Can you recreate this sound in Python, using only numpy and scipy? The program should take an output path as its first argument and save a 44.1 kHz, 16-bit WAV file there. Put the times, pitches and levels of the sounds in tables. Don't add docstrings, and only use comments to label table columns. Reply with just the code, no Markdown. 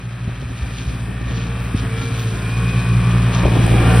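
import sys
import numpy as np
from scipy.fft import rfft, irfft, next_fast_len
from scipy.io import wavfile
from scipy.ndimage import map_coordinates

SR = 44100
rng = np.random.default_rng(int(sys.argv[2]) if len(sys.argv) > 2 else 0)


def bounce(signal):
    frames = np.transpose(np.atleast_2d(signal))
    limited = np.clip(frames, -1, 1)
    pcm = np.round(limited * 32767).astype(np.int16)
    wavfile.write(sys.argv[1], SR, pcm)


N = 176400

CYCLE_RATE = [(0, 58.0), (0.18, 58.2), (0.45, 56.6), (0.65, 56.2), (1, 56.8), (1.3, 57.5), (1.58, 57.9),
              (1.7, 57.1), (1.84, 55.5), (2.06, 57.5), (2.2, 56.8), (2.36, 54.7), (2.6, 57.5), (2.85, 58.0),
              (3.35, 58.1), (3.7, 57.0), (3.92, 58.0), (4, 57.9)]
ODD_ORDER_LEVELS = [(0,-5.5,-9),(1.5,-2.5,-8),(2.2,-8.5,-12.5),(2.85,-6,-5.5),(3.35,-7.5,-5),(3.7,-5.5,-10.5),(4,-5.5,-7)]
LOW_ORDERS = [(2,-0.5),(4,-21.5),(5,-24),(6,-26.5),(7,-27.5)]
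LUG_PARTIALS = [(1,-7),(1.5,-15),(2,-19.5),(3,-27)]
BUMPS = [(0.2792,-10.5,142,2.15,-23),(0.292,-19,89,5,-16),(.425,-20,130,7.3,-7.5),(0.454,-22,72,12,-35),(0.634,-15,69,12,-46),(.883,-18.5,66,15,-35),(1.7471,-8,220,1.9,-38),(1.7515,-6,112,4.5,-27),(3.435,-15.5,390,1.9,0.5),(3.4558,-5,140,2.8,-9),(3.456,-13.5,56,12,-35),(3.4565,-11.5,600,1.85,-10),(3.569,-9,280,1.9,-15),(3.594,-8.5,112,4.9,-24),(3.751,-12,245,2.4,-17)]
WHINE_SWELLS = [(5,3.9,0.19,-29),(6,3.78,.12,-31),(8,1.47,0.16,-40),(8,2.05,0.28,-39),(8,2.68,0.47,-40.5),(8,3.93,0.089,-27.5),(13,3.82,0.25,-34.5),(16,3.4,0.11,-38),(18,3.1,0.76,-42.5),(18,3.93,0.15,-37),(19,3.05,0.74,-42.5),(20,3.1,0.57,-39.5),(20,3.95,.15,-35),(21,3.32,0.25,-42.5),(22,1.75,.14,-44),(24,2.03,0.093,-39.5),(24,3.91,0.14,-30.5),(26,2.82,.55,-41.5),(26,3.95,0.074,-33),(31,3.95,0.14,-40),(32,1.27,0.33,-46.5),(32,3.58,0.1,-40.5),(41,2.03,0.11,-38),(41,2.8,0.41,-41),(42,3,0.38,-51),(43,2.68,0.37,-38),(43,3.34,0.33,-40),(44,2.75,0.16,-48),(44,3.6,0.14,-37.5),(49,3.88,0.11,-39),(58,3.7,.14,-43)]
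DUST_PUFFS = [(1.64,-53),(2.21,-47)]
ICE_TICKS = [(1.764,-37),(3.666,-25.5)]

# t/s, relative level/dB
EXHAUST_LEVEL = [(0,-30.5),(.22,-28),(.38,-30),(1,-27.5),(2.3,-22),(2.9,-17),(3.35,-16.5),(3.5,-16),(3.7,-14),(4,-11.5)]
CASE_LEVEL = [(0,-41.5),(.5,-40.5),(1.1,-38.5),(1.5,-35.5),(2.05,-34.5),(2.3,-35),(3.3,-30),(3.7,-30),(3.88,-26),(4,-27)]
PATTER_LEVEL = [(0,-27.5),(1,-21.5),(2.2,-19),(2.45,-19.5),(2.7,-14.5),(3.3,-12.5),(4,-18)]
RUMBLE_LEVEL = [(0,-59),(.4,-38.5),(.7,-40),(1.2,-30.5),(2.3,-33),(2.8,-44),(3.3,-39),(3.5,-32),(4,-21.5)]
CRUNCH_LEVEL = [(0,-53.5),(.5,-49.5),(.68,-45.5),(.74,-44.5),(.775,-38.5),(.85,-43),(1.12,-55.5),(1.25,-49),(1.35,-40),(1.44,-42),(1.58,-48.5),(1.74,-48),(1.79,-37),(1.86,-52),(2.02,-39),(2.2,-40.5),(2.4,-42.5),(3.28,-43.5),(3.35,-36),(3.42,-39.5),(4,-42)]
SPRAY_LEVEL = [(0,-59.5),(.45,-57),(.62,-53),(1.05,-51.5),(1.2,-56.5),(1.45,-53.5),(1.75,-49.5),(2.1,-48.5),(2.55,-47),(3.45,-46.5),(3.65,-41.5),(3.85,-41.5),(4,-34.5)]

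# f/Hz, relative level/dB
BUZZ_SPECTRUM = [(480,-10),(700,-3),(900,-5.5),(1150,0.5),(1280,0.5),(1400,-6),(1800,2),(2100,-12),(2420,3),(2800,-8.5),(3300,-14.5),(4500,-9)]
CLATTER_SPECTRUM = [(200,-5),(450,3.5),(900,-1),(1250,1.5),(1800,1),(2080,-4.5),(2430,2),(2800,-8),(3200,-3.5),(4500,-25.5),(7000,-28),(15000,-53)]
RUMBLE_SPECTRUM = [(20,-24),(35,-6),(50,7.5),(80,8),(130,-6.5),(190,0),(260,2.5),(350,-8),(550,-13),(900,-18),(2000,-51)]
CRUNCH_SPECTRUM = [(800,-32),(2500,1),(3700,2.5),(5000,-5),(6500,-3.5),(9000,-28.5),(15000,-33)]
SPRAY_SPECTRUM = [(2500,-18),(5000,-0.5),(6500,-9),(8000,-0.5),(9500,1),(10700,-1),(11800,-22),(13000,-10.5),(14500,-14),(15700,-24)]
RATTLE_SPECTRUM = [(100,-40),(280,8.5),(700,-3.5),(1100,-24),(3000,-62)]
DUST_SPECTRUM = [(4000,-20),(9000,-3),(12000,-8),(14000,0),(15700,-6)]
CHIP_SPECTRUM = [(3000,-23),(6500,-17),(8500,11),(11000,3),(15000,-21)]
BAY_SPECTRUM = [(200,0),(500,6),(750,12),(1400,-18),(1900,0),(2300,-2),(3200,-1),(5000,-25),(10000,-33)]
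CHURN_SPECTRUM = [(60,1),(150,3.5),(240,4),(370,1.5),(480,-1.5),(720,-7.5),(1000,-10),(2500,-49)]

COHERENCE = [(45,1),(100,.997),(150,.93),(260,.8),(400,.74),(700,.6),(1300,.86),(2500,.82),(4000,.72),(5500,.8),(6800,.98),(8000,.9),(10000,.88),(11500,.99),(14000,.9)]
PORT_PHASE = [(500,0),(4800,0),(5800,-1.4),(6400,-2.9),(7500,-3.4),(8500,-5.7),(9700,-6.4),(11200,-9),(12300,-9.6),(13200,-12.3),(15000,-12.8)]
PORT_BALANCE = [(150,0),(400,1),(1300,1),(2400,2.5),(4400,-1),(8000,0)]


def amp(db):
    return 10 ** (np.asarray(db) / 20)


def unit(x):
    return x / np.sqrt(np.mean(x ** 2) + 1e-20)


def along(points, hz):
    f, v = np.transpose(points)
    return np.interp(np.log(hz + 1), np.log(f + 1), v)


def curve(rows):
    return np.interp(np.arange(N) / SR, *np.transpose(rows))


def wobble(rate):
    return map_coordinates(rng.standard_normal(4096), [np.arange(N) * rate / SR], mode="mirror")


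def filtered(x, response):
    m = next_fast_len(N + SR // 4)
    return irfft(rfft(x, m) * response(np.fft.rfftfreq(m, 1 / SR)), m)[..., :N]


def spread(pair, spectrum):
    def response(hz):
        angle = np.arccos(np.clip(along(COHERENCE, hz), -1, 1)) / 2
        return amp(along(spectrum, hz)) * [np.cos(angle), np.sin(angle)]
    mid, side = filtered(pair, response)
    return unit(np.array([mid + side, mid - side]))


def noise(spectrum, gate=1):
    return spread(gate * rng.standard_normal((2, N)), spectrum)


def grains(rate, scatter_db):
    hits = rng.random(N) < rate / SR
    return unit(hits * amp(scatter_db * np.minimum(rng.exponential(size=N), 4)))


def exhaust(cycle, far_waver_db, near_waver_db, rough_db, smear_rad):
    waver_db = np.linspace(far_waver_db, near_waver_db, N)
    first_db = curve([(s, db) for s, db, _ in ODD_ORDER_LEVELS])
    third_db = curve([(s, db) for s, _, db in ODD_ORDER_LEVELS])
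    drone = np.zeros(N)
    for k, db in LOW_ORDERS + [(1, first_db), (3, third_db)]:
        harmonic = np.sqrt(2) * np.cos(2 * np.pi * k * cycle - smear_rad * k * k)
        drone += amp(db + waver_db * wobble(14)) * harmonic
    return drone * amp(curve(EXHAUST_LEVEL) + rough_db * wobble(50))


def case_buzz(cycle, drift_hz, jitter_cycles):
    pair, t = np.zeros((2, N)), np.arange(N) / SR
    fundamental = np.exp(2j * np.pi * (cycle + jitter_cycles * wobble(40)))
    harmonic = fundamental ** 8
    for knots in rng.standard_normal((64, 2, 2, 24)):
        harmonic = harmonic * fundamental
        for channel, (re, im) in zip(pair, knots):
            fading = np.interp(t * drift_hz, np.arange(len(re)), re + 1j * im)
            channel += (fading * harmonic).real
    return spread(pair, BUZZ_SPECTRUM)


def engine(cycle, buzz_db, near_boost_db, clatter_db, bay_db, cycle_depth_db, firing_depth_db):
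    pulsing = amp(cycle_depth_db * np.cos(2 * np.pi * cycle) + firing_depth_db * np.cos(4 * np.pi * cycle))
    clatter = amp(clatter_db) * noise(CLATTER_SPECTRUM, pulsing * amp(0.88 * wobble(25.3)))
    exposure = curve([(3, 0), (3.87, 1)])
    buzz = amp(buzz_db + near_boost_db * exposure) * case_buzz(cycle, drift_hz=3.2, jitter_cycles=0.0017)
    roar = amp(bay_db) * exposure * noise(BAY_SPECTRUM, pulsing * grains(2500, scatter_db=2.5))
    return amp(curve(CASE_LEVEL)) * (buzz + clatter) + roar


def tracks(lug_cycle, tone_db, waver_db, lumpy_db, churn_db):
    tones = np.zeros(N)
    for k, db in LUG_PARTIALS:
        gain = amp(db + waver_db * wobble(7.6))
        tones += gain * np.cos(2 * np.pi * (k * lug_cycle + 0.08 * wobble(10)))
    lumps = amp(lumpy_db * np.tanh(wobble(45)))
    rumble = amp(curve(RUMBLE_LEVEL)) * noise(RUMBLE_SPECTRUM, lumps)
    nearness = curve([(3.32, 0), (3.58, 1)])
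    churn = amp(churn_db) * nearness * noise(CHURN_SPECTRUM, grains(900, scatter_db=3))
    return amp(curve(PATTER_LEVEL) + tone_db) * tones + rumble + churn


def snow(lug_cycle, crunch_db, spray_db, lug_depth_db, clump_db):
    bite = amp(lug_depth_db * np.cos(2 * np.pi * lug_cycle) + clump_db * wobble(70))
    crunch = noise(CRUNCH_SPECTRUM, bite * grains(7000, scatter_db=0))
    spray = noise(SPRAY_SPECTRUM, grains(16000, scatter_db=0.5))
    return amp(curve(CRUNCH_LEVEL) + crunch_db) * crunch + amp(curve(SPRAY_LEVEL) + spray_db) * spray


def suspension(rise_s, t60_s):
    push, shake = np.zeros(N), np.zeros(N)
    for s, db, hz, width_ms, rattle_db in BUMPS:
        t = np.arange(N) / SR - s
        window = np.exp(-.5 * (t * 1000 / width_ms) ** 2)
        push -= amp(db) * window * np.sin(2 * np.pi * hz * t)
        shake += amp(db + rattle_db) * np.exp(np.minimum(t / rise_s, -np.log(1000) * t / t60_s))
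    return push + shake * noise(RATTLE_SPECTRUM)


def whines(cycle, whine_db, flutter_db, jitter_cycles, sway_cycles):
    t, pair = np.arange(N) / SR, np.zeros((2, N))
    for k, s, half_s, db in WHINE_SWELLS:
        swell = amp(db + flutter_db * wobble(21.985)) * np.exp(-((t - s) / half_s) ** 2)
        phase = k * (cycle + jitter_cycles * wobble(40)) + rng.random()
        sway = np.array([[1], [-1]]) * sway_cycles * wobble(3.83)
        pair += swell * np.cos(2 * np.pi * (phase + sway))
    return amp(whine_db) * pair


def ice(tick_s, puff_s):
    t = np.arange(N) / SR
    ticks = sum(amp(db) * np.exp(-abs(t - s) / tick_s) for s, db in ICE_TICKS)
    puffs = sum(amp(db) * np.exp(-((t - s) / puff_s) ** 2) for s, db in DUST_PUFFS)
    return ticks * noise(CHIP_SPECTRUM) + puffs * noise(DUST_SPECTRUM)


def scene():
    cycle = np.cumsum(curve(CYCLE_RATE)) / SR
    lug_hz = 127.17 * (1 + 0.0083 * wobble(3))
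    lug_cycle = np.cumsum(lug_hz) / SR
    drone = exhaust(cycle, far_waver_db=2.5, near_waver_db=1.06, rough_db=1.68, smear_rad=0.556)
    return (amp(-0.5) * drone
            + engine(cycle, buzz_db=-4.0, near_boost_db=2.5, clatter_db=-0.1, bay_db=-29.5,
                     cycle_depth_db=-0.2, firing_depth_db=-1.7)
            + tracks(lug_cycle, tone_db=0.04, waver_db=1.5, lumpy_db=9.5, churn_db=-21.5)
            + snow(lug_cycle, crunch_db=2.0, spray_db=3, lug_depth_db=2.5, clump_db=2.0)
            + suspension(rise_s=0.0011, t60_s=0.056)
            + whines(cycle, whine_db=1.0, flutter_db=3.0, jitter_cycles=0.0029, sway_cycles=0.015)
            + ice(tick_s=0.0018, puff_s=.045))


def record(dry, ceiling=.92, top_hz=15700):
    half = np.array([[.5], [-.5]])
    def port_response(hz):
        return np.exp(1j * half * along(PORT_PHASE, hz)) * amp(half * along(PORT_BALANCE, hz))
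    ports = filtered(dry, port_response)
    rounded = ports / (1 + abs(ports / ceiling) ** 10) ** (1 / 10)
    return filtered(rounded, lambda hz: hz < top_hz)


dry = scene()
out = record(dry)
bounce(out)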